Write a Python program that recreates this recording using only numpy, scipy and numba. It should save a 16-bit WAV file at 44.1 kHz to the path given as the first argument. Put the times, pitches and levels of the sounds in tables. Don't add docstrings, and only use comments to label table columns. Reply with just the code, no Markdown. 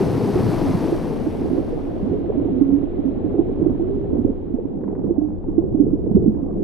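import sys
import numpy as np
from scipy import signal
from scipy.fft import rfft, irfft, next_fast_len
from scipy.io import wavfile
from scipy.ndimage import uniform_filter1d, minimum_filter1d
from numba import njit

SR = 44100
rng = np.random.default_rng(int(sys.argv[2]) if len(sys.argv) > 2 else 0)


def unload_audio(sound):
    columns = np.transpose(np.atleast_2d(sound))
    steps = np.round(np.clip(columns, -1, 1) * 32767)
    wavfile.write(sys.argv[1], SR, steps.astype(np.int16))


N = 292383
T = np.arange(N) / SR

# (time [s], level [dB], pitch [Hz], t60 [s])
AIR_POCKETS = [(0.355, -8.5, 365, 0.032), (0.441, -24, 300, 0.091), (0.682, -19, 329, 0.19),
               (0.737, -14.5, 174, 0.057), (0.919, -10.5, 332, 0.21), (1.264, -11.5, 307, 0.087),
               (1.513, -16, 264.5, 0.31), (1.572, -22, 517, 0.097), (1.579, -12.5, 315, 0.075),
               (1.727, -19.5, 470, 0.12), (2.021, -17, 204, 0.3), (2.131, -15.5, 415, 0.15),
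               (2.254, -16, 323, 0.095), (2.292, -14.5, 422, 0.11), (2.37, -11.5, 287.5, 0.19),
               (2.608, -5, 285, 0.073), (2.722, -7, 279, 0.21), (2.83, -14, 286, 0.093),
               (2.987, -10, 281, 0.08), (3.05, -10.5, 270.3, 0.25), (3.24, -12.5, 308, 0.16),
               (3.389, -3.5, 326, 0.043), (3.492, -17.5, 433, 0.083), (3.616, -9, 316, 0.049),
               (3.657, -14, 313, 0.11), (3.799, -14.5, 337.3, 0.13), (4.128, -7.5, 276, 0.032),
               (4.187, -11.5, 244, 0.061), (4.246, -5, 282, 0.032), (4.537, -9, 256, 0.06),
               (4.584, -17.5, 460, 0.046), (4.65, -14, 278, 0.042), (4.987, -16.5, 273, 0.043),
               (5.105, -6.5, 340, 0.049), (5.179, -7.5, 289, 0.08), (5.215, -13.5, 301.5, 0.5),
               (5.482, -14, 308, 0.1), (5.578, -2, 325, 0.077), (5.637, -14.5, 369, 0.17),
               (5.74, -14, 309.6, 0.14), (5.796, -5, 287, 0.15), (5.929, -7, 292, 0.069),
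               (6.072, -9, 311, 0.02), (6.108, -7.5, 197.5, 0.046), (6.146, -1.5, 201, 0.078),
               (6.165, -4.5, 364, 0.035), (6.257, -7.5, 308, 0.11), (6.272, -7, 213, 0.14),
               (6.353, -17, 292, 0.067), (6.426, -12, 242, 0.02)]
# (time [s], big bubble level [dB], small bubble level [dB])
CHURN_LEVELS = [(0.0, -21.5, -39), (0.7, -24.5, -29), (0.78, -25, -34), (1.25, -26.5, -39),
                (1.94, -28, -38), (2.64, -24.5, -39.5), (2.88, -30, -41), (3.3, -25.5, -39),
                (4.17, -27.5, -41), (4.36, -31.5, -44), (4.75, -28.5, -45), (4.89, -27, -41.5),
                (5.42, -32.5, -45.5), (5.56, -29, -44.5), (5.72, -28, -50), (6.1, -24.5, -43.5),
                (6.26, -24, -50), (6.39, -31, -42), (6.63, -24, -41)]
# (time [s], length [s], boom level [dB], bass level [dB])
SLOSH_EVENTS = [(0.0, 0.21, -35, -29), (0.333, 0.17, -30, -23), (0.66, 0.053, -24, -28.5),
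                (1.404, 0.2, -23, -36), (2.062, 0.079, -22, -31), (2.353, 0.18, -24.5, -38.5),
                (3.331, 0.076, -22, -33), (3.587, 0.12, -21.5, -28.5), (4.093, 0.22, -22.5, -31.5),
                (5.039, 0.078, -21.5, -30), (5.596, 0.32, -24.5, -32.5), (6.145, 0.15, -24, -22.5)]
# (time [s], length [s], level [dB], first pitch [Hz], last pitch [Hz])
AIR_STREAMS = [(2.512, 0.33, -21, 256.5, 283.6), (3.799, .32, -28.5, 353, 411)]
# (time [s], level [dB])
CLOUD_LEVELS = [(0, -44.5), (.15, -47), (.52, -44), (.9, -47.5), (1.2, -53.5), (1.6, -57.5), (2.2, -70.5),
                (2.6, -108)]
# (time [s], level [dB], pitch [Hz])
LONE_BUBBLES = [(1.889, -37, 726), (2.301, -23, 530), (2.323, -29, 714), (2.35, -28, 600),
                (2.485, -27.5, 670), (3.398, -34, 717), (4.929, -35.5, 780), (5.172, -34, 606),
                (5.215, -31.5, 664), (5.44, -39.5, 850), (5.587, -28, 645), (5.753, -31.5, 642)]
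# (time [s], level [dB])
SURGE_LEVELS = [(0, -50), (.6, -34.5), (3.5, -33), (4.17, -30), (4.7, -39.5), (5.2, -35), (6.18, -29),
                (6.63, -35.5)]
# (time [s], level [dB], tick pitch [Hz])
ROPE_CATCHES = [(4.809, -44, 1000), (4.837, -38, 1380), (4.878, -37.5, 1880), (4.905, -45, 1710),
                (4.951, -37, 1390), (6.346, -45.5, 1360)]
# (time [s], left level [dB], right minus left [dB])
FOAM_LEVELS = [(0, -46.5, -4), (1.2, -49, -3.5), (2.3, -55, 0.5), (4, -58.5, 0.5), (4.7, -65.5, -1.5),
               (5.3, -66.5, -25.5), (6.63, -65.5, -12)]
# (frequency [Hz], gain [dB])
BIG_BUBBLE_EQ = [(50, -34), (95, -2.5), (190, 0.5), (420, -1.5), (500, -8.5), (620, -20)]
SMALL_BUBBLE_EQ = [(300, -16), (500, 1), (760, -5), (880, -12.5), (1020, -16.5), (1300, -26), (1900, -39.5)]
FIZZ_EQ = [(350, -10.5), (650, 20.5), (1000, 15), (1350, 5), (2500, -1), (3400, -6.5), (4400, -4.5),
           (6200, -9.5), (7000, -18.5), (11500, -18.5), (13400, -21), (14200, -26.5)]
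FOAM_EQ = [(500, -9), (1000, 0), (1500, -3.5), (3400, -12.5), (4300, -19), (5400, -42.5)]
SURGE_EQ = [(8, -15.5), (25, 8), (45, -3), (75, 0.5), (110, -0.5), (200, -27.5)]
# (frequency [Hz], width [Hz], gain [dB])
AIR_SPACE_MODES = [(178, 18, -8.5), (281, 43, 1.5), (347, 60, -0.5)]
SHELL_MODES = [(7900, 480, 1), (9700, 420, 4), (11250, 1300, 1.5)]

PLUNGE_SHARE = np.interp(T, [.8, 1.6], [1, 0])


def gulps():
    swell_cycles, rise, tremble, left_lead_rad = 1.35, .05, .15, .99
    out, age = np.zeros((2, N), complex), T[:SR // 4]
    for s, db, hz, t60 in AIR_POCKETS:
        swell = 1 - np.exp(-(age * hz / swell_cycles) ** 2)
        envelope = swell * np.exp(-np.log(1000) * age / t60) * (1 - age / age[-1])
        envelope = envelope / envelope.max() * np.exp(tremble * wobble(44, len(age)))
        start_phase = np.angle(out[1, int(s * SR)] + .03 * np.exp(2j * np.pi * rng.random()))
        phase = start_phase + 2 * np.pi * hz * (age + rise * age ** 2 / t60 / 2)
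        tone = np.exp(1j * (phase + np.array([[left_lead_rad], [0]])))
        side_db = -4 - 12 / (1 + ((hz - AIR_SPACE_MODES[1][0]) / 45) ** 2)
        add(out, s, undb(db) * pan(side_db) * envelope * tone)
    return lowpass(out.imag, 850)


def churn(pockets):
    shared = .18 + .55 * PLUNGE_SHARE
    big = stereo(lambda: swarm(per_s=800, low_hz=61.8, high_hz=760.4, cycles=12, spread_db=2), shared)
    small = stereo(lambda: swarm(per_s=1100, low_hz=344, high_hz=2487, cycles=13, spread_db=3), shared)
    big, small = equalise(big, BIG_BUBBLE_EQ), equalise(small, SMALL_BUBBLE_EQ)
    flow, slosh = curve(CHURN_LEVELS), slosh_gain(column=2)
    gurgle = big * flow * undb(5.06 * PLUNGE_SHARE) * undb([[0], [-3.5]])
    deep = signal.sosfilt(signal.butter(2, [80, 200], "bandpass", fs=SR, output="sos"), gurgle)
    gurgle = gurgle - deep * .5 * (1 - PLUNGE_SHARE)
    shed = undb(-40) * uniform_filter1d(np.abs(pockets), size=256) + slosh * undb(-33) * pan(-6.5)
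    steady = curve(CHURN_LEVELS, column=2) * undb(1 - 5.6 * PLUNGE_SHARE) * pan(.5)
    patter = small * (shed + steady)
    drive = np.hypot(flow * undb(-30 * PLUNGE_SHARE), slosh)
    boom = unit(resonate(big[1], AIR_SPACE_MODES)) * drive * undb([[-18], [0]])
    return gurgle + patter + boom


def sloshes():
    lesser = swarm(per_s=110, low_hz=227, high_hz=417, cycles=4.5, spread_db=-1.6, rise=.05)
    lesser = lesser * slosh_gain(column=2) * undb(-8.5) * pan(-1)
    deep = stereo(lambda: swarm(per_s=280, low_hz=65.4, high_hz=186.5, cycles=6.4, spread_db=-.5), .75)
    lean_left = undb(np.array([[1], [-1]]) * (1 + 6.5 * PLUNGE_SHARE) / 2)
    return lowpass(lesser + deep * slosh_gain(column=3) * lean_left, 700)


def slosh_gain(column):
    attack_s, release_s = .0082, .007
    gain = np.zeros(N)
    for row in SLOSH_EVENTS:
        age, length = T - row[0], row[1]
        attack = np.clip(age / attack_s + .5, 0, 1)
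        release = np.exp(-np.maximum(age - length, 0) / release_s)
        gain = np.maximum(gain, undb(row[column]) * attack * release)
    return gain


def streams():
    waver, tremble_db = .022, .5
    out = np.zeros((2, N))
    for s, length, db, first_hz, last_hz in AIR_STREAMS:
        along = np.linspace(0, 1, int(length * SR))
        glide_hz = last_hz - (last_hz - first_hz) * (1 - along) ** 2
        hz = glide_hz * (1 + waver * wobble(22, len(along)))
        envelope = np.tanh(np.pi * np.sin(np.pi * along)) * undb(db + tremble_db * wobble(31, len(along)))
        tone = np.sqrt(2) * np.sin(2 * np.pi * np.cumsum(hz) / SR)
        add(out, s, pan(-12) * envelope * tone)
    return out


def plunge_cloud():
    cloud = stereo(lambda: swarm(per_s=14000, low_hz=317, high_hz=15100, cycles=3.6, spread_db=-1, rise=.1),
                   shared=1)
    fizz = equalise(cloud, FIZZ_EQ)
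    return unit(fizz + resonate(fizz, SHELL_MODES)) * curve(CLOUD_LEVELS) * undb(12) * pan(1.4)


def plips():
    s, db, hz = np.transpose(LONE_BUBBLES)
    cycles = 21 * rng.uniform(.8, 1.2, len(s))
    rings = ring_bubbles((s * SR).astype(np.int64), hz.copy(), cycles, undb(db + 5), rise=.19)
    return lowpass(rings, 1250, order=4) * pan(.5)


def housing_hum():
    hz, width_hz, from_s, fade_s = 194.7, 30, 4.63, .32
    ringing = noise_band(stereo(lambda: rng.standard_normal(N), shared=.57), hz, width_hz)
    fade_in = np.clip((T - from_s) / fade_s, 0, 1)
    return ringing * fade_in * unit(curve(CHURN_LEVELS)) * undb(-30) * pan(-9.5)


def surge():
    eddies = equalise(stereo(lambda: rng.standard_normal(N), shared=.011), SURGE_EQ)
    return eddies * curve(SURGE_LEVELS) * undb(3) * pan(4.5)


def rope():
    t60_s, knock_hz = .052, 806
    out, age = np.zeros((2, N)), T[:SR // 20]
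    decay = np.exp(-np.log(1000) * age / t60_s)
    for s, db, tick_hz in ROPE_CATCHES:
        rub = rng.standard_normal(len(age))
        knock = undb(17.5) * noise_band(rub, knock_hz, width_hz=320)
        tick = noise_band(rub, tick_hz, width_hz=540)
        add(out, s, undb(db) * pan(2.2) * unit(knock + tick) * decay)
    return lowpass(out, 2100, order=8)


def foam():
    seethe = stereo(lambda: swarm(per_s=6300, low_hz=480, high_hz=5140, cycles=10, spread_db=0), .075)
    balance = np.array([np.ones(N), curve(FOAM_LEVELS, column=2)])
    return equalise(seethe, FOAM_EQ) * curve(FOAM_LEVELS) * balance


def swarm(per_s, low_hz, high_hz, cycles, spread_db, rise=.2):
    draws = np.random.default_rng(rng.integers(1 << 30)).random((int(per_s * N / SR), 5))
    birth, pitch, level, life, polarity = draws.T
    hz = low_hz + (high_hz - low_hz) * pitch
    scatter = np.minimum(-np.log1p(-level), 2 * np.e)
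    amplitude = undb(spread_db * scatter) * np.sqrt(hz) * np.sign(polarity - .5)
    return unit(ring_bubbles((birth * N).astype(np.int64), hz, cycles * (.5 + life), amplitude, rise))


@njit
def ring_bubbles(start, hz, cycles, amplitude, rise):
    out = np.zeros(N)
    for k in range(len(start)):
        count = int(cycles[k] * SR / hz[k]) + 2
        fade, swell = np.exp(-np.log(1000) / count), np.exp(-2 * hz[k] / SR)
        level, held_back, phase = amplitude[k], 1., 0.
        for i in range(min(count, N - start[k])):
            phase += 2 * np.pi * hz[k] / SR * (1 + rise * i / count)
            level, held_back = level * fade, held_back * swell
            out[start[k] + i] += level * (1 - held_back) * np.sin(phase)
    return out


def stereo(make, shared):
    return np.sqrt(shared) * make() + np.sqrt(1 - shared) * np.array([make(), make()])


def pan(db):
    return unit(undb(np.array([[db], [-db]]) / 2))


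def equalise(x, points):
    hz, db = np.transpose(points)
    size = next_fast_len(N + 8192)
    f = np.maximum(np.fft.rfftfreq(size, 1 / SR), 1)
    octaves_outside = np.maximum(np.log2(hz[0] / f), 0) + np.maximum(np.log2(f / hz[-1]), 0)
    gain = undb(np.interp(np.log(f), np.log(hz), db) - 30 * octaves_outside)
    return unit(irfft(rfft(x, size) * gain, size)[..., :N])


def resonate(x, modes):
    return sum(undb(db) * signal.lfilter(*signal.iirpeak(hz, hz / width, fs=SR), x)
               for hz, width, db in modes)


def noise_band(noise, hz, width_hz):
    mode = [(hz, width_hz, 0)]
    return unit(resonate(resonate(noise, mode), mode))


def lowpass(x, hz, order=2):
    return signal.sosfilt(signal.butter(order, hz, fs=SR, output="sos"), x)


def wobble(hz, count):
    return unit(lowpass(rng.standard_normal(count), hz))


def curve(table, column=1):
    rows = np.array(table)
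    return undb(np.interp(T, rows[:, 0], rows[:, column]))


def add(out, s, sound):
    i = int(s * SR)
    out[:, i:i + sound.shape[-1]] += sound[:, :N - i]


def undb(db):
    return 10 ** (np.asarray(db) / 20)


def unit(x):
    return x / np.sqrt(np.mean(x ** 2))


def scene():
    pockets = gulps()
    bubbles = pockets + plunge_cloud() + foam() + churn(pockets) + sloshes() + plips() + streams()
    return bubbles + housing_hum() + surge() + rope() + undb(-100.5) * rng.standard_normal(N)


def record(dry):
    ceiling, top_hz = .95, 15600
    needed_gain = ceiling / np.maximum(np.abs(dry).max(axis=0), ceiling)
    held_gain = minimum_filter1d(needed_gain, size=601)
    gain = uniform_filter1d(uniform_filter1d(held_gain, size=301), size=301)
    return signal.sosfilt(signal.ellip(8, .2, 70, top_hz, fs=SR, output="sos"), dry * gain)


dry = scene()
out = record(dry)
unload_audio(out)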